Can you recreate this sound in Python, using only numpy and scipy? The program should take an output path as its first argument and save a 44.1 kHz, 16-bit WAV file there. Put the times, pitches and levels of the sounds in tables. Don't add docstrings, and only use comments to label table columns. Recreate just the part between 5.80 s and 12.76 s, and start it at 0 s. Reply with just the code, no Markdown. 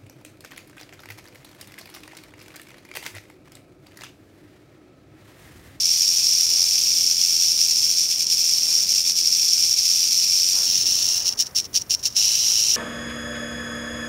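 import sys
import numpy as np
from scipy import signal
from scipy.fft import rfft, irfft, next_fast_len
from scipy.io import wavfile
from scipy.ndimage import map_coordinates

SR = 44100
rng = np.random.default_rng(int(sys.argv[2]) if len(sys.argv) > 2 else 0)


def amplitude_ratio(level_db):
    exponent = np.asarray(level_db, float) / 20
    return 10 ** exponent


def unload_wav(signal):
    wavfile.write(
        sys.argv[1],
        SR,
        np.round(np.clip(np.atleast_2d(signal).T, -1, 1) * 32767).astype(np.int16),
    )


N = 306936
STEP = 16

# time_s, level_db
STEADY_SHAKING = [
    [(0, -19.5), (.15, -17.5), (1.1, -18), (2.1, -17.5), (2.95, -18.8), (3.6, -18), (4.2, -17.5),
     (4.8, -18.5), (5.38, -19)],
    [(6.36, -17), (6.55, -18), (6.96, -17.5)],
]
# time_s, full_strokes_per_s
STROKE_RATE = [(0, 43), (.5, 42.2), (.85, 43.6), (1.4, 43.4), (1.9, 41.7), (2.3, 42.7), (2.9, 42),
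               (3.2, 43.8), (4.2, 43.2), (4.45, 45), (5.3, 44.8), (6.3, 46), (6.45, 54.4), (6.96, 54.6)]
# centre_s, width_ms, depth_db
FALTERS = [(.31, 19, 2.5), (.681, 12, 2.5), (1.047, 9.1, 0.5), (1.354, 26, 2.5), (1.59, 13, 2.5),
           (1.67, 10, 1.5), (1.755, 24, 2.5), (1.867, 10, 2.5), (1.938, 9, 3.5), (2.01, 11, 2.5),
           (2.083, 10, 3), (2.155, 13, 3), (2.278, 19, 5.5), (2.366, 22, 5.5), (2.465, 23, 8.5),
           (2.561, 11, 5), (2.633, 6.3, 3), (2.801, 11, 2.5), (2.87, 13, 1), (3.062, 12, 5.5),
           (3.176, 17, -2.5), (3.234, 13.3, 5), (3.343, 13, 8), (3.427, 12, 3.5), (3.501, 10, 2.5),
           (3.957, 8, 6), (4.025, 10, 1.5), (4.3, 8, 2.5), (5.043, 8, 4.5)]
# start_s, length_ms, level_db, rise_ms
FLICKS = [
    (5.451, 44, -18, 7.5),
    (5.587, 41.5, -18, 4),
    (5.756, 50.4, -19, 1.8),
    (5.945, 37.4, -17, 3),
    (6.099, 51.5, -18.5, 1.2),
    (6.25, 29.3, -16.5, 6.4),
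]
# start_s, length_ms, level_db
SETTLING = [(5.388, 51, -25.5), (5.497, 42, -27.5), (5.549, 12, -42), (5.572, 15, -33), (5.635, 24, -37.5),
            (5.657, 19, -29), (5.683, 15, -48), (5.707, 8, -47), (5.749, 6.3, -23), (5.815, 28, -38),
            (5.84, 24.4, -33), (5.93, 16, -34), (5.988, 23, -33), (6.013, 11.6, -27.5), (6.028, 12, -46),
            (6.062, 9.1, -48), (6.095, 6, -35), (6.165, 59, -43), (6.192, 10, -34), (6.229, 14, -25),
            (6.289, 55, -39), (6.348, 13, -34)]
KNOCK_TURNS = [(1, 0.037, 0.19), (2, 0.47, 0.94), (4, 0.25, 0.69)]
TICK_TURNS = [(1, 0.046, 0.49), (2, 0.12, 1.87), (4, 0.36, 2.17)]
# start_s, peak_db
HARD_BLOWS = [(0.4678, -3), (0.542, -7), (0.692, -3), (.9817, -4), (1.185, -3), (1.496, -6), (2.0938, -3),
              (2.3144, -5), (2.4234, -2.5), (2.468, -2.5), (2.6928, -0.5), (2.72, -9), (3.2961, 2.5),
              (3.473, 0.5), (3.8646, -4), (4.4393, -4), (5.0625, -9), (5.227, -1), (5.4783, -4),
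              (5.6063, -0.5), (5.7657, -8), (5.786, -2), (5.9589, -1), (6.107, -3), (6.148, -5),
              (6.2546, -0.5), (6.3692, -7), (6.427, -6)]
COLOUR_CHANGES = [
    4.86,
    6.33,
]
# pitch_hz, level_db (per Hz)
NEAR_COLOUR = [(1100, -42), (1850, -35.5), (2430, -20.5), (2950, -21.5), (3550, -18.5), (3850, -19.5),
               (4700, -9.5), (5500, -5.5), (7100, -15), (9000, -19), (10700, -23), (13400, -23.5),
               (14700, -22.5), (15700, -29)]
SECOND_COLOUR = [(1200, -39.5), (2100, -30), (2800, -16.5), (3500, -18.5), (3900, -13.5), (4700, -11.5),
                 (5500, -7.5), (6100, -7), (7600, -18.5), (9500, -22), (11000, -21), (12300, -27),
                 (13800, -25), (15700, -21)]
COILED_COLOUR = [(1200, -37), (1950, -33.5), (2750, -14), (3600, -17.5), (4100, -10.5), (4500, -13),
                 (5600, -6), (6100, -7.5), (7600, -16.5), (9500, -22.5), (11300, -20), (13200, -29),
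                 (14500, -23), (15700, -25)]
# delay_ms, relative_amplitude
GROUND_ECHOES = [
    [(2.61, 0.086), (3.4, 0.14), (1.166, 0.069)],
    [(.365, 0.094), (1.1, 0.055), (2.85, 0.09)],
    [(.345, 0.063), (1.0, .15), (1.7, 0.014)],
]
# rumble_db, breeze_db, twigs_db
AIR_LEVELS = [
    (-56, -54.5, -57.5),
    (-52, -52.5, -55),
]
# centre_s, width_ms, lift_db
RUSTLES = [
    (.8, 110, 5.5),
    (2.9, 130, 4),
    (3.25, 80, 2),
    (4.8, 49, 11),
    (5.4, 210, 5.5),
    (6.71, 13, 9.5),
    (6.8, 15, 1),
    (6.96, 18, 5),
]
# pitch_hz, level_db (per Hz)
RUMBLE_COLOUR = [(12, -35), (22, -12), (55, -4), (105, 1), (160, -6), (260, -26)]
BREEZE_COLOUR = [(60, -29.5), (150, -1.5), (250, 0), (450, -4), (700, -15), (1100, -38.5)]
TWIG_COLOUR = [(250, -33.5), (500, -2.5), (1000, -4.5), (1400, -6), (2000, -7.5), (3500, -61)]
HISS_COLOUR = [(1200, -28), (2200, 5.5), (5500, -9), (8000, -7), (15800, 3)]
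# pitch_hz, width_hz, lift_db
CAPSULE = (5535, 400, 10)
# pitch_hz, width_hz
TRAPS = [(7836, 170), (7892, 170)]


def unit(x):
    return x / np.sqrt(np.mean(x ** 2) + 1e-20)


def curve(rows):
    times, values = np.transpose(rows)
    return np.interp(np.arange(N) / SR, times, values)


def wobble(rate):
    knots = rng.standard_normal(int(N * rate / SR) + 4)
    return map_coordinates(knots, [np.arange(N) * rate / SR])


def bump(centre_s, width_ms):
    t = np.arange(0, N, STEP) / SR
    return np.exp(-.5 * ((t - centre_s) / (width_ms / 1000)) ** 2)


def edge(u):
    return .5 + .5 * np.tanh(u / 2)


def swell(start, length, rise, fall):
    t = np.arange(0, N, STEP) / SR
    return edge((t - start) / rise) * edge((start + length - t) / fall)


def fine(slow):
    return np.interp(np.arange(N), np.arange(0, N, STEP), slow)


def coloured(x, points):
    m = next_fast_len(N + 8192) // 2 * 2
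    f, db = np.transpose(points)
    bins = np.fft.rfftfreq(m, 1 / SR)
    gain = amplitude_ratio(np.interp(np.log(bins + 1), np.log(f + 1), db)) + 1e-6
    cepstrum = irfft(np.log(unit(gain)), m)
    cepstrum[1:m // 2] *= 2
    cepstrum[m // 2 + 1:] = 0
    return irfft(rfft(x, m) * np.exp(rfft(cepstrum)), m)[:N]


def flick_power(start_s, length_ms, level_db, rise_ms, fall_ms):
    return (amplitude_ratio(level_db) * swell(start_s, length_ms / 1000, rise_ms / 1000, fall_ms / 1000)) ** 2


def effort():
    rebound, lag_widths = 0.21, 2.8
    falter_db = 0
    for s, ms, db in FALTERS:
        falter_db = falter_db + db * (rebound * bump(s + lag_widths * ms / 1000, ms) - bump(s, ms))
    first = amplitude_ratio(curve(STEADY_SHAKING[0])) * fine(swell(-1, 6.388, .001, 0.0027))
    second = amplitude_ratio(curve(STEADY_SHAKING[1])) * fine(swell(6.359, 2, 0.0029, .001))
    steady = (first + second) * amplitude_ratio(fine(falter_db) - 0.53 + 0.12 * wobble(14))
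    flicks = sum(flick_power(*row, fall_ms=4.1) for row in FLICKS)
    loose = sum(flick_power(*row, rise_ms=0.75, fall_ms=2.4) for row in SETTLING)
    return np.sqrt(steady ** 2 + fine(flicks + loose))


def clacks(turns, slide, per_second, scatter_db, scrape_ms, scrape_share):
    phase = 2 * np.pi * np.cumsum(curve(STROKE_RATE)) / SR + slide
    crowd = sum(depth * np.cos(k * phase + at) for k, depth, at in turns)
    when, luck, sign = rng.random((30000, 3)).T
    spot = (when * N).astype(int)
    kept = np.arange(len(spot)) < per_second * N / SR
    size = kept * amplitude_ratio(-scatter_db * np.log(luck + 0.059)) * np.exp(crowd[spot])
    tap = np.bincount(spot, size * np.sign(sign - .5), N)
    fade = np.exp(-np.arange(256) / (SR * scrape_ms / 1000))
    scrape_power = np.abs(signal.fftconvolve(tap ** 2, fade)[:N])
    scrape = np.sqrt(scrape_power) * rng.standard_normal(N)
    return np.sqrt(1 - scrape_share) * unit(tap) + np.sqrt(scrape_share) * unit(scrape)


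def blows(strength, slide):
    turn_at = .84
    turn_db, scatter_db, jitter_ms = -1.5, 3, 1.2
    halves = 2 * np.cumsum(curve(STROKE_RATE)) / SR + slide / np.pi - turn_at
    turns = np.flatnonzero(np.diff(np.floor(halves)) > 0)
    luck, late = rng.random((1000, 2))[:len(turns)].T
    spot = np.clip(turns + (2 * late - 1) * jitter_ms * SR / 1000, 0, N - 1).astype(int)
    size = strength[spot] * amplitude_ratio(turn_db - scatter_db * np.log(luck + 0.043))
    s, db = np.transpose(HARD_BLOWS)
    hardest = np.bincount((s * SR).astype(int), amplitude_ratio(db - 5.0) ** 2, N)
    hits = hardest + np.bincount(spot, size ** 2, N)
    lag_ms = np.arange(256) / SR * 1000
    shape = (1 - np.exp(-lag_ms / 0.31)) * np.exp(-lag_ms / 0.71)
    scrape_power = np.abs(signal.fftconvolve(hits, shape)[:N])
    scrape = np.sqrt(scrape_power) * np.sign(rng.standard_normal(N))
    return signal.lfilter(*signal.butter(1, 11000, fs=SR), scrape)


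def echoed(x, echoes):
    spots = np.arange(N)
    back = sum(g * map_coordinates(x, [spots - ms * SR / 1000]) for ms, g in echoes)
    return x + signal.lfilter(*signal.butter(1, 9000, fs=SR), back)


def rattle():
    split_hz = 3870
    slide = 0.221 * wobble(3.99)
    knocks = clacks(KNOCK_TURNS, slide, per_second=2000, scatter_db=2.0, scrape_ms=0.84, scrape_share=0.71)
    ticks = clacks(TICK_TURNS, slide, per_second=2800, scatter_db=2.0, scrape_ms=1.0, scrape_share=0.68)
    dull = signal.lfilter(*signal.butter(1, split_hz, fs=SR), knocks)
    bright = signal.lfilter(*signal.butter(1, split_hz, "high", fs=SR), ticks)
    strength = effort()
    drive = strength * (dull + bright) + blows(strength, slide)
    position = np.searchsorted(COLOUR_CHANGES, np.arange(N) / SR)
    heard = np.zeros(N)
    for k, colour in enumerate((NEAR_COLOUR, SECOND_COLOUR, COILED_COLOUR)):
        heard += echoed(coloured(drive * (position == k), colour), GROUND_ECHOES[k])
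    return amplitude_ratio(-5.0) * heard


def surroundings():
    scene_index = (np.arange(N) / SR > COLOUR_CHANGES[0]).astype(int)
    rumble_db, breeze_db, twigs_db = np.array(AIR_LEVELS)[scene_index].T
    rustle_db = fine(sum(db * bump(s, ms) for s, ms, db in RUSTLES))
    rumble_gain = amplitude_ratio(rumble_db + 1.9 + .5 * wobble(2.85))
    breeze_gain = amplitude_ratio(breeze_db + 0.22 * rustle_db + 1.0 * wobble(7))
    twigs_gain = amplitude_ratio(twigs_db + rustle_db + 0.98 * wobble(24))
    rumble = rumble_gain * coloured(rng.standard_normal(N), RUMBLE_COLOUR)
    breeze = breeze_gain * coloured(rng.standard_normal(N), BREEZE_COLOUR)
    twigs = twigs_gain * coloured(rng.standard_normal(N), TWIG_COLOUR)
    hiss = amplitude_ratio(-55) * coloured(rng.standard_normal(N), HISS_COLOUR)
    return rumble + breeze + twigs + hiss


def scene():
    return (rattle() + surroundings())[None]


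def low_pass(x):
    return signal.sosfilt(signal.butter(12, 16550, fs=SR, output="sos"), x)


def record(dry):
    top_hz = 15745
    m = next_fast_len(N + 4096)
    f = np.fft.rfftfreq(m, 1 / SR)
    hz, width, lift_db = CAPSULE
    response = 1 + (amplitude_ratio(lift_db) - 1) * 1j * f * width / (hz * hz - f * f + 1j * f * width)
    for hz, width in TRAPS:
        response *= (hz * hz - f * f + .14j * f * width) / (hz * hz - f * f + 1j * f * width)
    response *= amplitude_ratio(-.5 * np.maximum(f - top_hz, 0))
    mix = irfft(rfft(dry, m) * response, m)[..., :N]
    return low_pass(mix)


dry = scene()
out = record(dry)
unload_wav(out)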